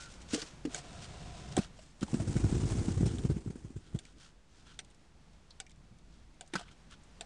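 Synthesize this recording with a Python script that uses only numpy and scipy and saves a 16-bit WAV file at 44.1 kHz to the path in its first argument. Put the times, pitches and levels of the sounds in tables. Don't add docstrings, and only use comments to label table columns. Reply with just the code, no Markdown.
import sys
import numpy as np
from scipy import signal
from scipy.fft import rfft, irfft
from scipy.io import wavfile
from scipy.ndimage import uniform_filter1d

SR = 44100
rng = np.random.default_rng(int(sys.argv[2]) if len(sys.argv) > 2 else 0)


def digitize_waveform(pressure):
    field = np.atleast_2d(pressure).T
    bounded = np.clip(field, -1, 1)
    quanta = np.round(bounded * 32767).astype(np.int16)
    wavfile.write(sys.argv[1], SR, quanta)


def invert_db(x):
    u = np.asarray(x, float) / 20
    return 10 ** u


N = 319725
HIT_N = 6000

# (time [s], level [dB])
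SNOW_FLOW = [
    (1.95, -34),
    (2.09, -7),
    (2.22, -2),
    (2.68, 0.5),
    (3.15, -5.5),
    (3.33, -10),
    (3.39, -14.5),
    (3.74, -20),
    (4.15, -23),
]
# (frequency [Hz], level [dB per Hz])
POWDER_COLOUR = [(380, -8), (758, 0.5), (1110, -6), (4320, -12), (7990, -7), (9540, -9), (11000, -22),
                 (14300, -56)]


def unit(x):
    return x / np.sqrt(np.mean(x ** 2))


def colour(x, shape):
    hz, db = np.transpose(shape)
    log_f = np.log(np.fft.rfftfreq(len(x), 1 / SR) + 1)
    curve = invert_db(np.interp(log_f, np.log(hz), db, left=-90, right=-90))
    return unit(irfft(rfft(x) * curve, len(x)))


def patchy(shape, spread_db):
    hz, db = np.transpose(shape)
    fine = np.geomspace(hz[0], hz[-1], num=24)
    smooth = np.interp(np.log(fine), np.log(hz), db)
    return np.transpose([fine, smooth + spread_db * rng.standard_normal(len(fine))])


def band(x, hz, width_hz):
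    return signal.lfilter(*signal.iirpeak(hz, hz / width_hz, fs=SR), x)


def resonances(x, modes):
    return sum(invert_db(db) * unit(band(x, hz, width_hz)) for hz, width_hz, db in modes)


def walk(rate):
    k = int(SR / rate)
    steps = np.repeat(rng.standard_normal(N // k + 1), k)
    return 1.3 * uniform_filter1d(uniform_filter1d(steps, k), k)[:N]


def grit(rate, spread_db):
    hits = (rng.random(N) < rate / SR) * invert_db(spread_db * rng.exponential(size=N))
    grains = signal.lfilter([1], [1, -np.exp(-1 / (.002 * SR))], hits)
    return unit((unit(grains) + 1.02) * rng.standard_normal(N))


def fader(table):
    s, db = np.transpose(table)
    gain = np.interp(np.arange(N) / SR, s, invert_db(db), left=0, right=0)
    return uniform_filter1d(gain, size=1500, mode="nearest")


def add(out, s, x):
    i = int(max(s, 0) * SR)
    out[i:i + len(x)] += x[:N - i]


def decay(t60, rise_s):
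    t = np.arange(HIT_N) / SR
    return 1000. ** (-t / t60) * (1 - np.exp(-t / rise_s))


def ring(hz, t60, rise_s):
    return np.sin(2 * np.pi * hz * np.arange(HIT_N) / SR) * decay(t60, rise_s)


def burst(t60, rise_s, shape):
    return colour(rng.standard_normal(HIT_N), patchy(shape, 3.2)) * decay(t60, rise_s)


def boot_knocks():
    # (time [s], peak [dB], pitch [Hz], crunch [dB], crunch centre [Hz])
    knock_events = [(.334, -20, 267, -6.5, 2100), (0.344, -21, 297, -7, 6060), (.378, -33.5, 445, -10, 890),
                    (0.417, -45.5, 417, 16.5, 3800), (0.423, -38, 310, 1, 1620),
                    (0.651, -23.5, 295, -10, 2000), (0.67, -31.5, 263, -18, 700),
                    (1.576, -10, 312, -14, 1070), (1.5893, -6.5, 194, -24, 1500),
                    (1.79, -47.5, 634, 0, 2530), (2.016, -31, 228, -20, 2500),
                    (2.027, -40.5, 540, 12, 1110), (2.132, -11.5, 154, -31, 910),
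                    (2.139, -40, 565, 5.5, 920), (2.198, -35, 650, -2.5, 850), (3.959, -42, 324, -4, 377),
                    (5.912, -45, 119, -36, 900), (6.5355, -32, 326, 5, 2100), (6.54, -37, 870, -10, 1290),
                    (6.5519, -28, 185, -9, 2900), (6.554, -28, 1310, 6.5, 1140),
                    (6.559, -27, 1537, -24, 990), (6.592, -43, 730, 4, 800), (6.61, -41.5, 700, 1.5, 970)]
    out = np.zeros(N)
    for s, db, hz, crunch_db, crunch_hz in knock_events:
        t60 = .024 if db > -18 else .075 * (hz / 300) ** -0.41
        body = ring(hz, t60, 0.29 / hz)
        rough = 0.2 * burst(t60, 0.0024, [(.5 * hz, -12), (hz, 0), (3 * hz, -10)])
        overtone = 0.42 * ring(1.55 * hz, .8 * t60, 0.0047)
        ice = [(0.351 * crunch_hz, -12), (crunch_hz, 0), (min(1.97 * crunch_hz, 8000), -9),
               (9000, -11), (11500, -18)]
        crunch = invert_db(crunch_db - 1.5) * burst(0.035, .0025, ice)
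        add(out, s, invert_db(db) * (crunch - (body + rough + overtone)))
    return out


def boot_scuffs():
    # (time of most pressure [s], length [s], level [dB], squeak [dB])
    scuff_events = [(-0.007, 0.08, -49, -20), (0.065, 0.1, -74, -13), (.12, 0.14, -57, -37),
                    (0.217, 0.042, -56, -39), (0.324, 0.1, -47, -24), (0.344, 0.048, -38, -38),
                    (0.388, 0.094, -51, -13), (0.413, 0.24, -51.5, -17), (.76, 0.11, -46, -42),
                    (1.033, 0.073, -49.5, -14), (1.524, 0.018, -50.5, -16), (1.618, 0.12, -51.5, -7.5),
                    (1.825, 0.25, -63, -39), (2.025, 0.028, -50, -7), (2.082, 0.022, -57.5, -10),
                    (3.086, 0.16, -59.5, -1), (3.87, 0.22, -69.5, -4), (4.063, 0.16, -66.5, -7),
                    (4.23, 0.17, -59.5, -11.5), (4.58, 0.24, -68, -11), (4.694, 0.098, -64, 0.5),
                    (4.746, 0.094, -67.5, -8), (6.148, 0.25, -72, -12), (6.578, 0.13, -56, 0.5),
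                    (6.68, 0.11, -75.5, 11), (6.721, 0.033, -63.5, -17), (6.926, 0.06, -60.5, 2.5)]
    # (frequency [Hz], width [Hz], level [dB])
    rubber_modes = [(1430, 200, 0), (3100, 600, -3)]
    out, sand = np.zeros(N), grit(660, 1.1)
    for peak_s, length, db, squeak_db in scuff_events:
        s = max(peak_s - 0.46 * length, 0)
        grains = sand[int(s * SR):][:int(length * SR)]
        peak_share = np.clip((peak_s - s) / length, .02, .98)
        along = np.linspace(0, 1, len(grains))
        pressure = np.interp(along, [0, peak_share, 1], [.03, 1, .06]) ** 0.98
        hz = min(3800 * 2 ** (-.035 * squeak_db), 8500)
        drag_shape = [(400, -12), (1200, -5), (hz, 0), (9000, -5), (11500, -14)]
        drag = colour(grains, patchy(drag_shape, 0.55))
        squeak = invert_db(squeak_db) * resonances(grains, rubber_modes)
        add(out, s, invert_db(db) * pressure * (drag + squeak))
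    return out


def blade():
    # (frequency [Hz], level [dB], t60 [s])
    blade_modes = [(1393, -48.5, 0.44), (1500, -55, 0.63)]
    t = np.arange(N) / SR
    out = np.zeros(N)
    for hz, db, t60 in blade_modes:
        level = invert_db(db + 3.2 * walk(52))
        phase_wobble = 1.8 * walk(54.4)
        out += level * np.sin(2 * np.pi * hz * t + phase_wobble) * 1000. ** (-t / t60)
    return out


def drips():
    # (time [s], peak [dB], low ring [dB], middle ring [dB], bright crack [dB])
    drop_events = [
        (0.7459, -21.5, -24.5, -23, -8.5),
        (1.567, -17.5, -17.5, -26, -11.5),
        (2.366, -27.5, -22, -21, -18),
        (3.184, -29, -39, -43, -16.5),
        (3.989, -26.5, -38, -65, -15),
        (4.7906, -18.5, -37.5, -35, -19.5),
        (5.601, -19.5, -36.5, -31, -17),
        (6.4096, -26.5, -25.5, -31, -12),
        (7.209, -21, -28, -40, -14),
    ]
    # (frequency [Hz], level [dB], t60 [s])
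    sheet_modes = [(446, -11, 0.1), (745, -5.5, 0.27), (1537, 0.5, 0.04), (2282, -9, 0.077),
                   (3100, -21.5, 0.042), (3290, -20, 0.042), (3506, -9, 0.018)]
    out = np.zeros(N)
    for s, db, low_db, middle_db, crack_db in drop_events:
        body = np.zeros(HIT_N)
        for hz, mode_db, t60 in sheet_modes:
            spot, detune = rng.standard_normal(2)
            push_db = low_db + 14.5 if hz < 1000 else middle_db + 15 if hz < 2700 else 0
            mode = ring(hz * (1 + 0.02 * detune), min(0.68 * t60, .07), .0001)
            body += invert_db(mode_db + 2.0 * spot + push_db) * mode
        splat = invert_db(low_db + 3) * burst(0.16, 0.0024, [(500, -14), (710, 2), (950, -15)])
        crack_shape = [(1000, -24), (4000, -9), (8200, 19), (11500, -5)]
        crack = invert_db(crack_db + 6.5) * burst(0.013, .0001, crack_shape)
        splash_shape = [(500, -36), (1600, 25), (3500, 23), (10000, 18)]
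        splash = invert_db(-16.5) * burst(0.054, 0.00033, splash_shape)
        add(out, s, invert_db(db - 5) * (body + crack + splash + splat))
    return out


def crumbs():
    # (time [s], peak [dB], pitch [Hz], narrow ring [dB])
    tick_events = [(1.5868, -23, 2570, -13), (2.0088, -31.5, 3880, -7), (2.0298, -29, 3800, -9),
                   (2.079, -49, 860, 14), (4.052, -37, 2300, -4), (4.8468, -41, 3300, -14),
                   (4.9018, -46.5, 3580, -7), (4.9104, -47.5, 2410, -6), (4.946, -46, 5290, -10),
                   (5.3323, -51, 3460, -6), (5.5054, -41.5, 4020, 6.5), (5.665, -38.5, 2230, -4),
                   (5.695, -45, 3480, -4), (5.7067, -44, 2230, -8), (5.7154, -43, 3520, -8),
                   (5.7594, -53, 2120, -12), (5.986, -48.5, 3730, -7), (6.3425, -51, 2090, -6),
                   (6.4617, -49, 5570, -8), (6.4755, -42, 8100, -4), (6.6818, -53.5, 2380, 13),
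                   (6.91, -38, 3250, -14), (7.0344, -48.5, 8150, 0)]
    out = np.zeros(N)
    for s, db, hz, ring_db in tick_events:
        snap = burst(0.018, 0.00021, [(1500, 3), (8000, 12), (11500, 3)])
        narrow = burst(0.053, 0.001, [(0.76 * hz, -16), (hz, 0), (1.45 * hz, -16)])
        add(out, s, invert_db(db - 12.5) * (snap + invert_db(ring_db) * narrow))
    return out


def flow_db(s):
    return np.interp(s, *np.transpose(SNOW_FLOW))


def small_lumps():
    s = np.arange(2.19, 3.42, 1 / 24)
    late, strong, high = rng.standard_normal((3, len(s)))
    s = s + .012 * late
    db = -29.5 + 0.39 * flow_db(s) - 0.5 * strong
    hz = 129 * 2 ** (0.54 * high)
    return list(zip(s, db, hz))


def lumps():
    # (time of impact [s], peak [dB], pitch [Hz])
    lump_events = [(2.0313, -18, 239), (2.1457, -15.5, 251), (2.205, -23.5, 128), (2.278, -25, 111),
                   (2.299, -28.5, 125), (2.3669, -17, 134), (2.4037, -27, 121), (2.4443, -15, 113.5),
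                   (2.463, -25, 104), (2.528, -18, 196), (2.551, -19.5, 88), (2.5666, -23, 132),
                   (2.6354, -22, 109), (2.656, -23.5, 134), (2.7222, -22.5, 111), (2.7881, -23, 100),
                   (2.8082, -32, 87), (2.8855, -19.5, 189), (2.912, -24.5, 115), (2.9764, -21.5, 93),
                   (3.0094, -20.5, 206), (3.032, -15.5, 128), (3.0618, -17, 129), (3.078, -22.5, 115),
                   (3.1146, -32.5, 109), (3.1383, -27.8, 91.5), (3.1864, -30, 88.5), (3.252, -17.5, 142),
                   (3.3012, -18.5, 125), (3.3152, -20.5, 107),
                   (3.3668, -25.5, 173),
        (3.4633, -31, 240),
        (3.5052, -29, 185),
        (3.5583, -36.5, 270),
        (3.6505, -34.5, 120),
        (3.7059, -38, 260),
        (3.766, -30.5, 110),
        (3.9506, -22.5, 140),
        (3.4788, -28, 107),
        (2.6, -30, 178),
    ]
    crush_shape = [(150, 12.5), (330, 22.0), (500, 3.5), (750, -19.5), (1500, -5), (3000, -103)]
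    out, lead = np.zeros(N), 1000
    t = (np.arange(HIT_N) - lead) / SR
    for s, db, hz in lump_events + small_lumps():
        turns = t * hz
        before = np.exp(-(turns / .5) ** 2)
        after = 0.95 * np.exp(-(turns / 0.52) ** 2) + 0.18 * np.exp(-np.abs(turns) / 2.2)
        swell = np.where(turns < 0, before, after)
        thud = -np.sin(2 * np.pi * turns * (1 - 0.11 * np.tanh(turns))) * swell
        heave = np.sin(2 * np.pi * 57.7 * t) * np.exp(-(t / 0.017) ** 2)
        ground = invert_db(-8.5) * (110 / hz) ** 2 * heave
        crush = invert_db(-14.0) * swell * colour(rng.standard_normal(HIT_N), crush_shape)
        add(out, s - lead / SR, invert_db(db + 1.5) * (thud + crush + ground))
        puff_db = -44 + 0.58 * (db + 30) + 0.33 * flow_db(s) + 2.5 * rng.standard_normal()
        add(out, s - .006, invert_db(puff_db) * burst(0.076, 0.0086, POWDER_COLOUR))
    return out


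def fall():
    # (frequency [Hz], level [dB per Hz])
    rumble_colour = [(15, -56), (25, 2), (54, 6), (123, -3.5), (321, -3), (520, -15.5), (700, -33.5),
                     (1950, -57)]
    flow = fader(SNOW_FLOW)
    hiss_level = invert_db(-47.5) * flow
    trailing = np.roll(flow, int(0.063 * SR))
    rumble_level = invert_db(-26) * np.abs(trailing) ** 1.16
    gusts, roll = invert_db(1.5 * walk(30) - 3), invert_db(1.5 * walk(25) - 11)
    hiss = hiss_level * gusts * colour(grit(700, 2.3), POWDER_COLOUR)
    rumble = rumble_level * roll * colour(rng.standard_normal(N), rumble_colour)
    return hiss + rumble


def slide():
    # (time [s], level [dB])
    drag_levels = [
        (.7, -57.5),
        (.83, -62),
        (1.122, -59),
        (1.426, -59),
        (1.6, -60),
    ]
    # (frequency [Hz], width [Hz], level [dB])
    panel_modes = [(724, 46, 0), (990, 78, -5), (1280, 100, -11), (2690, 240, -14), (3580, 690, -10.5),
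                   (5100, 150, -22)]
    # (frequency [Hz], level [dB per Hz])
    scrape_colour = [(180, -41), (300, -5), (719, -10.5), (1180, -28), (1310, -16), (8770, -20),
                     (11000, -34), (14300, -65)]
    scrape = fader(drag_levels)
    sliding_s = np.clip(np.arange(N) / SR - drag_levels[0][0], 0, 1)
    rumble = scrape * invert_db(4.5 + 8.5 * sliding_s)
    sand = grit(1200, 1.5)
    flutter, roll = invert_db(1.2 * walk(25)), invert_db(1.2 * walk(15))
    panels = invert_db(-0.5) * unit(resonances(sand, panel_modes))
    rasp = panels + invert_db(3.0) * colour(sand, scrape_colour)
    low_shape = [(30, -10), (60, 1.0), (150, 1.5), (400, -27.0), (600, -40)]
    low = colour(rng.standard_normal(N), low_shape)
    return scrape * flutter * rasp + rumble * roll * low


def air():
    # (time [s], level [dB])
    traffic_levels = [
        (0, -49.5),
        (.3, -49.5),
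        (1.6, -51.5),
        (1.9, -56),
        (3.9, -60.5),
        (5, -58.5),
        (6.4, -57.5),
        (7.25, -54.5),
    ]
    # (frequency [Hz], level [dB per Hz])
    bass_colour = [(12, -52), (20, -0.5), (49, -3), (114, -16), (156, -11), (338, -24.5), (700, -58),
                   (1000, -63)]
    # (frequency [Hz], level [dB per Hz])
    hiss_colour = [(180, -46), (300, -4.5), (446, -4.5), (726, -6), (1650, -11), (6630, -18), (11500, -22),
                   (14900, -58)]
    level = fader(traffic_levels)
    sway, flicker = invert_db(1.2 * walk(8)), invert_db(.7 * walk(12))
    bass = sway * colour(rng.standard_normal(N), bass_colour)
    hiss = invert_db(-10) * flicker * colour(rng.standard_normal(N), hiss_colour)
    return level * (bass + hiss)


def wall_slap(near):
    t = np.arange(5000) / SR
    wall = invert_db(-42) * rng.standard_normal(5000) * 1000. ** (-t / .07) * (t > .004)
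    return signal.fftconvolve(near, wall)[:N]


def scene():
    near = boot_knocks() + boot_scuffs() + drips() + crumbs() + lumps()
    mix = near + wall_slap(near) + blade() + fall() + slide() + air()
    return mix[None]


def low_pass(x):
    return signal.sosfilt(signal.butter(12, 11620, fs=SR, output="sos"), x)


def record(dry):
    thin = signal.sosfilt(signal.butter(2, 38, "high", fs=SR, output="sos"), dry)
    ceiling = 0.15
    held = ceiling * np.tanh(thin / ceiling)
    dull = signal.sosfilt(signal.butter(5, 9040, fs=SR, output="sos"), held)
    cut = signal.sosfilt(signal.ellip(8, .5, 40, 11500, fs=SR, output="sos"), dull)
    return low_pass(cut + .0006)


dry = scene()
out = record(dry)
digitize_waveform(out)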